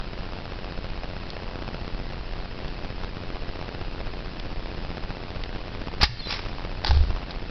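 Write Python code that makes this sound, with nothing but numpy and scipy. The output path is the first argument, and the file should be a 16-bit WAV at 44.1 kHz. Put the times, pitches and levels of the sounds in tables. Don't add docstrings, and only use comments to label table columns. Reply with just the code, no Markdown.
import sys
import numpy as np
from scipy import signal
from scipy.fft import rfft, irfft, next_fast_len
from scipy.io import wavfile
from scipy.ndimage import uniform_filter1d, map_coordinates

SR = 44100
rng = np.random.default_rng(int(sys.argv[2]) if len(sys.argv) > 2 else 0)


def transcribe(u):
    v = np.clip(np.atleast_2d(u).T, -1, 1)
    q = np.round(v * 32767).astype(np.int16)
    wavfile.write(sys.argv[1], SR, q)


N = 330750
TOP_HZ = 15900


def amp(db):
    return 10 ** (np.asarray(db) / 20)


def unit_rms(x):
    return x / np.sqrt(np.mean(x ** 2) + 1e-20)


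def clock():
    return np.arange(N) / SR


def curve_at(points, hz):
    knots_hz, values = np.transpose(points)
    return np.interp(np.log(hz + 1), np.log(knots_hz + 1), values)


def filtered(x, response):
    size = next_fast_len(len(x) + 8192)
    return irfft(rfft(x, size) * response(np.fft.rfftfreq(size, 1 / SR)), size)[:len(x)]


def coloured(x, spectrum):
    return unit_rms(filtered(x, lambda hz: amp(curve_at(spectrum, hz)) * (hz < TOP_HZ)))


def noise(spectrum, size):
    return coloured(rng.standard_normal(size), spectrum)


def wobble(rate_hz):
    return map_coordinates(rng.standard_normal(int(N * rate_hz / SR) + 4), [clock() * rate_hz])


def fade(t, rise_s, t60_s):
    t = np.maximum(t, 0)
    return (1 - np.exp(-t / rise_s)) * np.exp(-np.log(1000) * t / t60_s)


def ring(modes, t, scatter_db):
    draws = rng.standard_normal((len(modes), 2))
    tones = [amp(db + scatter_db * strength) * np.sin(2 * np.pi * (hz * t + phase)) * fade(t, .00022, t60)
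             for (hz, db, t60), (strength, phase) in zip(modes, draws)]
    return sum(tones) / np.sqrt(len(modes))


def add(track, start_s, sound):
    part = track[round(start_s * SR):][:len(sound)]
    part += sound[:len(part)]


def thuds(blows, modes):
    force, t = np.zeros(N), np.arange(SR // 2) / SR
    for start_s, db, contact_s in blows:
        push = np.sin(np.pi * np.minimum(t / contact_s, 1)) ** 2
        add(force, start_s, amp(db) * push / push.sum())
    body = sum(amp(db) * np.sin(2 * np.pi * hz * t) * fade(t, .00085, t60) for hz, db, t60 in modes)
    return signal.fftconvolve(force, body)[:N]


def bursts(times, jitter_s, width_s, stretch, spread_db, share=1):
    late, long, deep, luck = rng.uniform(-1, 1, (len(times), 4)).T
    heights = amp(spread_db * deep) * (np.abs(luck) < share)
    starts = times + jitter_s * late
    ends = starts + width_s * np.exp(stretch * long)
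    edges = np.clip(np.concatenate([starts, ends]) * SR, 0, N).astype(int)
    return np.cumsum(np.bincount(edges, np.concatenate([heights, -heights]), N + 1))[:N]


FRAME_HZ, BURST_HZ = 15.497, 89.91
BUSY_S, LOAD_RISE_S, REBOUND_SHARE, RECOVER_S = .0145, .0031, .76, .018
# time in seconds, gain in dB.
DIP_BOOST = [(0, 4), (.8, 5), (1.8, 6.5), (2.3, 1.5), (2.801, 5), (3.8, 6.5), (4.25, 2.5), (4.8, 6),
             (5.6, 5.5), (7.5, 5.5)]
# frequency in Hz, gain in dB.
DIP_EQ = [(150, 0.5), (450, -1.5), (900, 0), (1700, 2), (3000, 1.5), (5000, 1.5)]


def supply_ripple():
    t = clock() % (1 / FRAME_HZ)
    busy = t < BUSY_S
    rebound = -REBOUND_SHARE * np.exp((BUSY_S - t) / RECOVER_S)
    load = np.where(busy, 1 - np.exp(-t / LOAD_RISE_S), rebound)
    frames = np.arange(0, N / SR, 1 / FRAME_HZ)
    beats = np.arange(0, N / SR, 1 / BURST_HZ)
    loose = bursts(beats + .0098, jitter_s=.0013, width_s=.00075, stretch=.43, spread_db=3.5, share=.85)
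    tight = bursts(beats + .0007, jitter_s=.0004, width_s=.0006, stretch=.49, spread_db=3.5, share=.55)
    stray = bursts(np.linspace(0, N / SR, 400), jitter_s=.02, width_s=.0005, stretch=.6, spread_db=4)
    dips = amp(-29.5) * np.maximum(loose, tight) + amp(-36.5) * stray
    dips *= amp(np.interp(clock(), *np.transpose(DIP_BOOST)) * busy)
    dips = filtered(dips, lambda hz: amp(curve_at(DIP_EQ, hz)))
    jumps = bursts(frames + .0007, jitter_s=.0014, width_s=.0135, stretch=.12, spread_db=5.5, share=.8)
    spikes = bursts(frames + .0415, jitter_s=.0014, width_s=.0009, stretch=.5, spread_db=5)
    sags = bursts(frames + .0503, jitter_s=.001, width_s=.008, stretch=.5, spread_db=3)
    ripple = amp(-36.5) * load + amp(-30) * jumps + amp(-32) * spikes - amp(-33.5) * sags - dips
    return ripple - ripple.mean()


PIP_CENTRE_S, PIP_HALF_WIDTH_S, PIP_DB = .0625, .0081, -47


def supply_whine(hz, waver, octave_db):
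    phase = 2 * np.pi * np.cumsum(hz * (1 + waver * wobble(120))) / SR
    off_centre_s = (((clock() - PIP_CENTRE_S) * FRAME_HZ + .5) % 1 - .5) / FRAME_HZ
    pips = amp(PIP_DB) * np.exp(-(off_centre_s / PIP_HALF_WIDTH_S) ** 2)
    return pips * (np.sin(phase) + amp(octave_db) * np.sin(2 * phase))


# frequency in Hz, density in dB.
HISS_SPECTRUM = [(20, -4), (150, 12.5), (500, 9.5), (1200, 6), (2300, 3.5), (2800, 6), (3400, 1.5),
                 (4300, 4), (5200, 0.5), (6000, -12.5)]
RUMBLE_SPECTRUM = [(5, -2.5), (30, 3), (55, -4.5), (100, -9.5), (200, -16), (600, -47), (2000, -85)]


def electronics():
    supply = supply_ripple() + supply_whine(hz=2610, waver=.028, octave_db=-2.5)
    return supply + amp(-44) * noise(HISS_SPECTRUM, N) + amp(-36.5) * noise(RUMBLE_SPECTRUM, N)


# frequency in Hz, T60 in seconds.
FOREST_DECAY = [(100, .4), (1000, 0.44), (3000, 0.87), (6000, 0.58)]


def forest_tail(x):
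    hz, t, bands = signal.stft(rng.standard_normal(SR), SR, nperseg=256)
    decay = fade(t, .01, curve_at(FOREST_DECAY, hz)[:, None])
    _, tail = signal.istft(bands * decay, SR, nperseg=256)
    return signal.fftconvolve(x, tail / np.linalg.norm(tail))[:N]


# start in seconds, level in dB, rise and T60 in seconds.
BRUSHES = [(6.839, -29, .006, 0.14), (6.861, -21, .006, 0.24), (6.93, -35.5, 0.021, 0.72)]
# frequency in Hz, density in dB.
LEAF_SPECTRUM = [(150, -11), (800, -6), (1500, -3.5), (2600, -12.5), (3600, -2), (4700, -1.5), (6000, -9)]


def leaf_rustle(snaps_per_s, spread_db):
    snaps = (rng.random(N) < snaps_per_s / SR) * rng.standard_normal(N)
    snaps *= amp(spread_db * rng.standard_normal(N))
    brushing = sum(amp(db) * fade(clock() - start_s, rise, t60) for start_s, db, rise, t60 in BRUSHES)
    return brushing * coloured(snaps, LEAF_SPECTRUM)


# start in seconds, level in dB, scrape T60 in seconds,
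# emphasis in Hz, relative knock in dB.
TICKS = [(1.3032, -15.5, .008, 4400, -36), (2.681, -22, 0.0067, 3810, -29), (4.398, -16, .01, 3400, -27),
         (5.437, -13.5, 0.016, 2980, -31), (6.392, -17, .02, 2100, -17.5), (6.486, -19, .02, 2190, -25),
         (6.8469, -4, 0.012, 3920, -16), (6.909, -9.5, 0.015, 4200, -7.5), (7.308, -16, .036, 3800, -18)]
# frequency in Hz, density in dB.
TICK_SPECTRUM = [(200, -19.5), (900, -1), (2000, 1.5), (3300, -1.5), (5200, 3.5), (6000, -4.5)]
# frequency in Hz, level in dB, T60 in seconds.
KNOCK_MODES = [(842, 9.5, 0.024), (1040, -2, 0.013), (1530, 2, .02), (2110, -10.5, 0.02)]


def ticks_and_knocks():
    out, t = np.zeros(N), np.arange(SR // 8) / SR
    crack = signal.unit_impulse(len(t), 30)
    for start_s, db, t60_s, bright_hz, knock_db in TICKS:
        scrape = rng.standard_normal(len(t)) * fade(t, .0004, t60_s)
        snap = coloured(crack + amp(1) * scrape / np.linalg.norm(scrape), TICK_SPECTRUM)
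        tick = filtered(snap, lambda hz: .4 + 1 / (1 + ((hz - bright_hz) / 900) ** 2))
        knock = amp(knock_db) * ring(KNOCK_MODES, t, scatter_db=1)
        add(out, start_s, amp(db) * (tick / np.abs(tick).max() + knock))
    return out


# start in seconds, level in dB, contact in seconds.
BODY_IMPACTS = [(6.855, -13, .03), (6.89, -11.5, 0.01), (6.902, -7.5, 0.013), (6.925, -11, 0.003),
                (6.947, -19, 0.0084), (6.963, -8.5, 0.0075), (6.998, -3, 0.016), (7.092, -15, 0.012),
                (7.124, -7.5, 0.027)]
# frequency in Hz, level in dB, T60 in seconds.
GROUND_MODES = [(44, -7.5, 0.33), (72.8, 1, .16), (104, -23, .1)]


def landing():
    return thuds(BODY_IMPACTS, GROUND_MODES)


# start in seconds, level in dB, contact in seconds.
RECOIL_PUSHES = [(6.002, -24, 0.032), (6.027, -6, 0.0056)]
# frequency in Hz, level in dB, T60 in seconds.
TREE_MODES = [(33, -9, .25), (56.6, 1.5, 0.16)]


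def recoil():
    return thuds(RECOIL_PUSHES, TREE_MODES)


def hum(start_s, hz, db, rise_s, t60_s):
    t = clock() - start_s
    return amp(db) * np.sin(2 * np.pi * hz * t) * fade(t, rise_s, t60_s)


WHISTLE_ATTACK_S, WHISTLE_RELEASE_S = .005, .012
# start and length in seconds, first and last pitch in Hz, level in dB.
WHISTLE_GLIDES = [(6.19, 0.028, 4330, 4150, -32), (6.212, 0.034, 3660, 3350, -38.5),
                  (6.234, 0.043, 4150, 4040, -36), (6.248, .024, 3440, 3750, -37),
                  (6.264, .022, 3980, 4130, -32), (6.286, 0.02, 4070, 4020, -36),
                  (6.279, 0.026, 4770, 4670, -37)]


def valve_whistles(waver, flutter_db):
    out = np.zeros(N)
    for start_s, length_s, first_hz, last_hz, db in WHISTLE_GLIDES:
        t = clock() - start_s
        pitch_hz = np.interp(t, [0, length_s], [first_hz, last_hz]) * (1 + waver * wobble(500))
        swell = np.clip(np.minimum(t / WHISTLE_ATTACK_S, (length_s - t) / WHISTLE_RELEASE_S), 0, 1)
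        tone = np.sin(2 * np.pi * np.cumsum(pitch_hz) / SR)
        out += amp(db) * swell * unit_rms(tone * amp(flutter_db * wobble(200)))
    return out


# frequency in Hz, level in dB, T60 in seconds.
HOUSING_MODES = [(823, 9.5, .04), (1184, 3.5, .07), (1650, -3, .07), (1910, 2.5, 0.027),
                 (2420, -7.5, 0.097), (2760, -1.5, 0.043), (3390, -0.5, .06), (3580, -10.5, .06),
                 (3860, 0, 0.076), (3990, -4.5, 0.07), (4340, -4.5, .05), (4630, -10.5, .05),
                 (5010, -3.5, .04), (5360, -6, .045)]


def housing_ring(t, scatter_db):
    return ring(HOUSING_MODES, t, scatter_db)


OPEN_S, OPEN_ATTACK_S = 6.301, .004
LEAK_PEAK_DB, LEAK_SLOPE_DB_PER_S = -34.5, 174
# frequency in Hz, density in dB.
JET_SPECTRUM = [(200, -27.5), (700, -12), (1250, -1), (1800, -1), (2350, 4), (2800, -2), (3400, 0.5),
                (4300, -2), (4750, 0.5), (5400, 2.5), (6000, -6)]


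def gas_vent():
    t = clock() - OPEN_S
    leak = amp(LEAK_PEAK_DB - LEAK_SLOPE_DB_PER_S * np.abs(t))
    blast = amp(-20) * fade(t, OPEN_ATTACK_S, t60_s=.28)
    drain = amp(-36) * fade(t, OPEN_ATTACK_S, t60_s=.9)
    envelope = np.sqrt(leak ** 2 + blast ** 2 + drain ** 2)
    jet = noise(JET_SPECTRUM, N)
    response = housing_ring(np.arange(SR // 8) / SR, scatter_db=1)
    housing = unit_rms(signal.fftconvolve(jet, response)[:N])
    flutter = amp(2.6 * wobble(220))
    return envelope * unit_rms((jet + amp(-12.5) * housing) * flutter)


# start in seconds, level in dB, crack rise and T60 in seconds,
# relative trunk knock in dB.
TRAP_BLOWS = [(6.0106, -15.5, .0023, 0.14, -26), (6.0153, -18, 0.0012, .07, -25),
              (6.029, -9.5, 0.00093, 0.05, -3.5), (6.0325, 3, 0.00024, 0.087, -11.5),
              (6.038, 2, 0.0002, .027, -14)]
# frequency in Hz, density in dB.
CRACK_SPECTRUM = [(100, 10), (400, -22.5), (900, -3), (2000, 2.5), (3300, 1), (5000, 6), (6000, -2.5)]
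TRUNK_SPECTRUM = [(20, -7), (55, 1.5), (110, 1.5), (200, -24), (400, -7.5), (800, -25), (1500, -24),
                  (4000, -55)]


def trap_slam():
    out, t = np.zeros(N), np.arange(SR // 3) / SR
    for start_s, db, rise_s, t60_s, knock_db in TRAP_BLOWS:
        crack = noise(CRACK_SPECTRUM, len(t)) * fade(t, rise_s, t60_s)
        knock = amp(knock_db) * noise(TRUNK_SPECTRUM, len(t)) * fade(t, rise_s=.003, t60_s=.055)
        housing = amp(-7.5) * housing_ring(t, scatter_db=3.5)
        add(out, start_s, amp(db) * (crack + knock + housing))
    return out


def scene():
    trap = trap_slam() + valve_whistles(waver=.0059, flutter_db=1.5) + gas_vent()
    near = trap + ticks_and_knocks() + leaf_rustle(snaps_per_s=3500, spread_db=3.5)
    low = recoil() + hum(start_s=6.089, hz=116.3, db=-17.5, rise_s=.003, t60_s=.28) + landing()
    return (near + amp(-20.5) * forest_tail(near) + low + electronics())[None]


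def gain_control(x, ceiling_db, recovery_db_per_s):
    over_db = np.maximum(20 * np.log10(np.abs(x) + 1e-9) - ceiling_db, 0)
    climb_db = recovery_db_per_s * clock()
    cut_db = np.maximum.accumulate(over_db + climb_db) - climb_db
    return x * amp(-uniform_filter1d(cut_db, size=60))


MIC_CUTOFF_HZ, SATURATION_LEVEL = 6400, .76
# frequency in Hz, gain in dB.
MIC_RESPONSE = [(5200, -1), (5500, -7), (5850, -9), (6050, -19.5), (6277, -40.5)]


def record(dry):
    heard = filtered(dry[0], lambda hz: amp(curve_at(MIC_RESPONSE, hz)) * (hz < MIC_CUTOFF_HZ))
    held = gain_control(heard, ceiling_db=-4, recovery_db_per_s=52)
    saturated = held / (1 + np.abs(held / SATURATION_LEVEL) ** 10) ** (1 / 10)
    return filtered(saturated, lambda hz: hz < TOP_HZ)[None]


dry = scene()
out = record(dry)
transcribe(out)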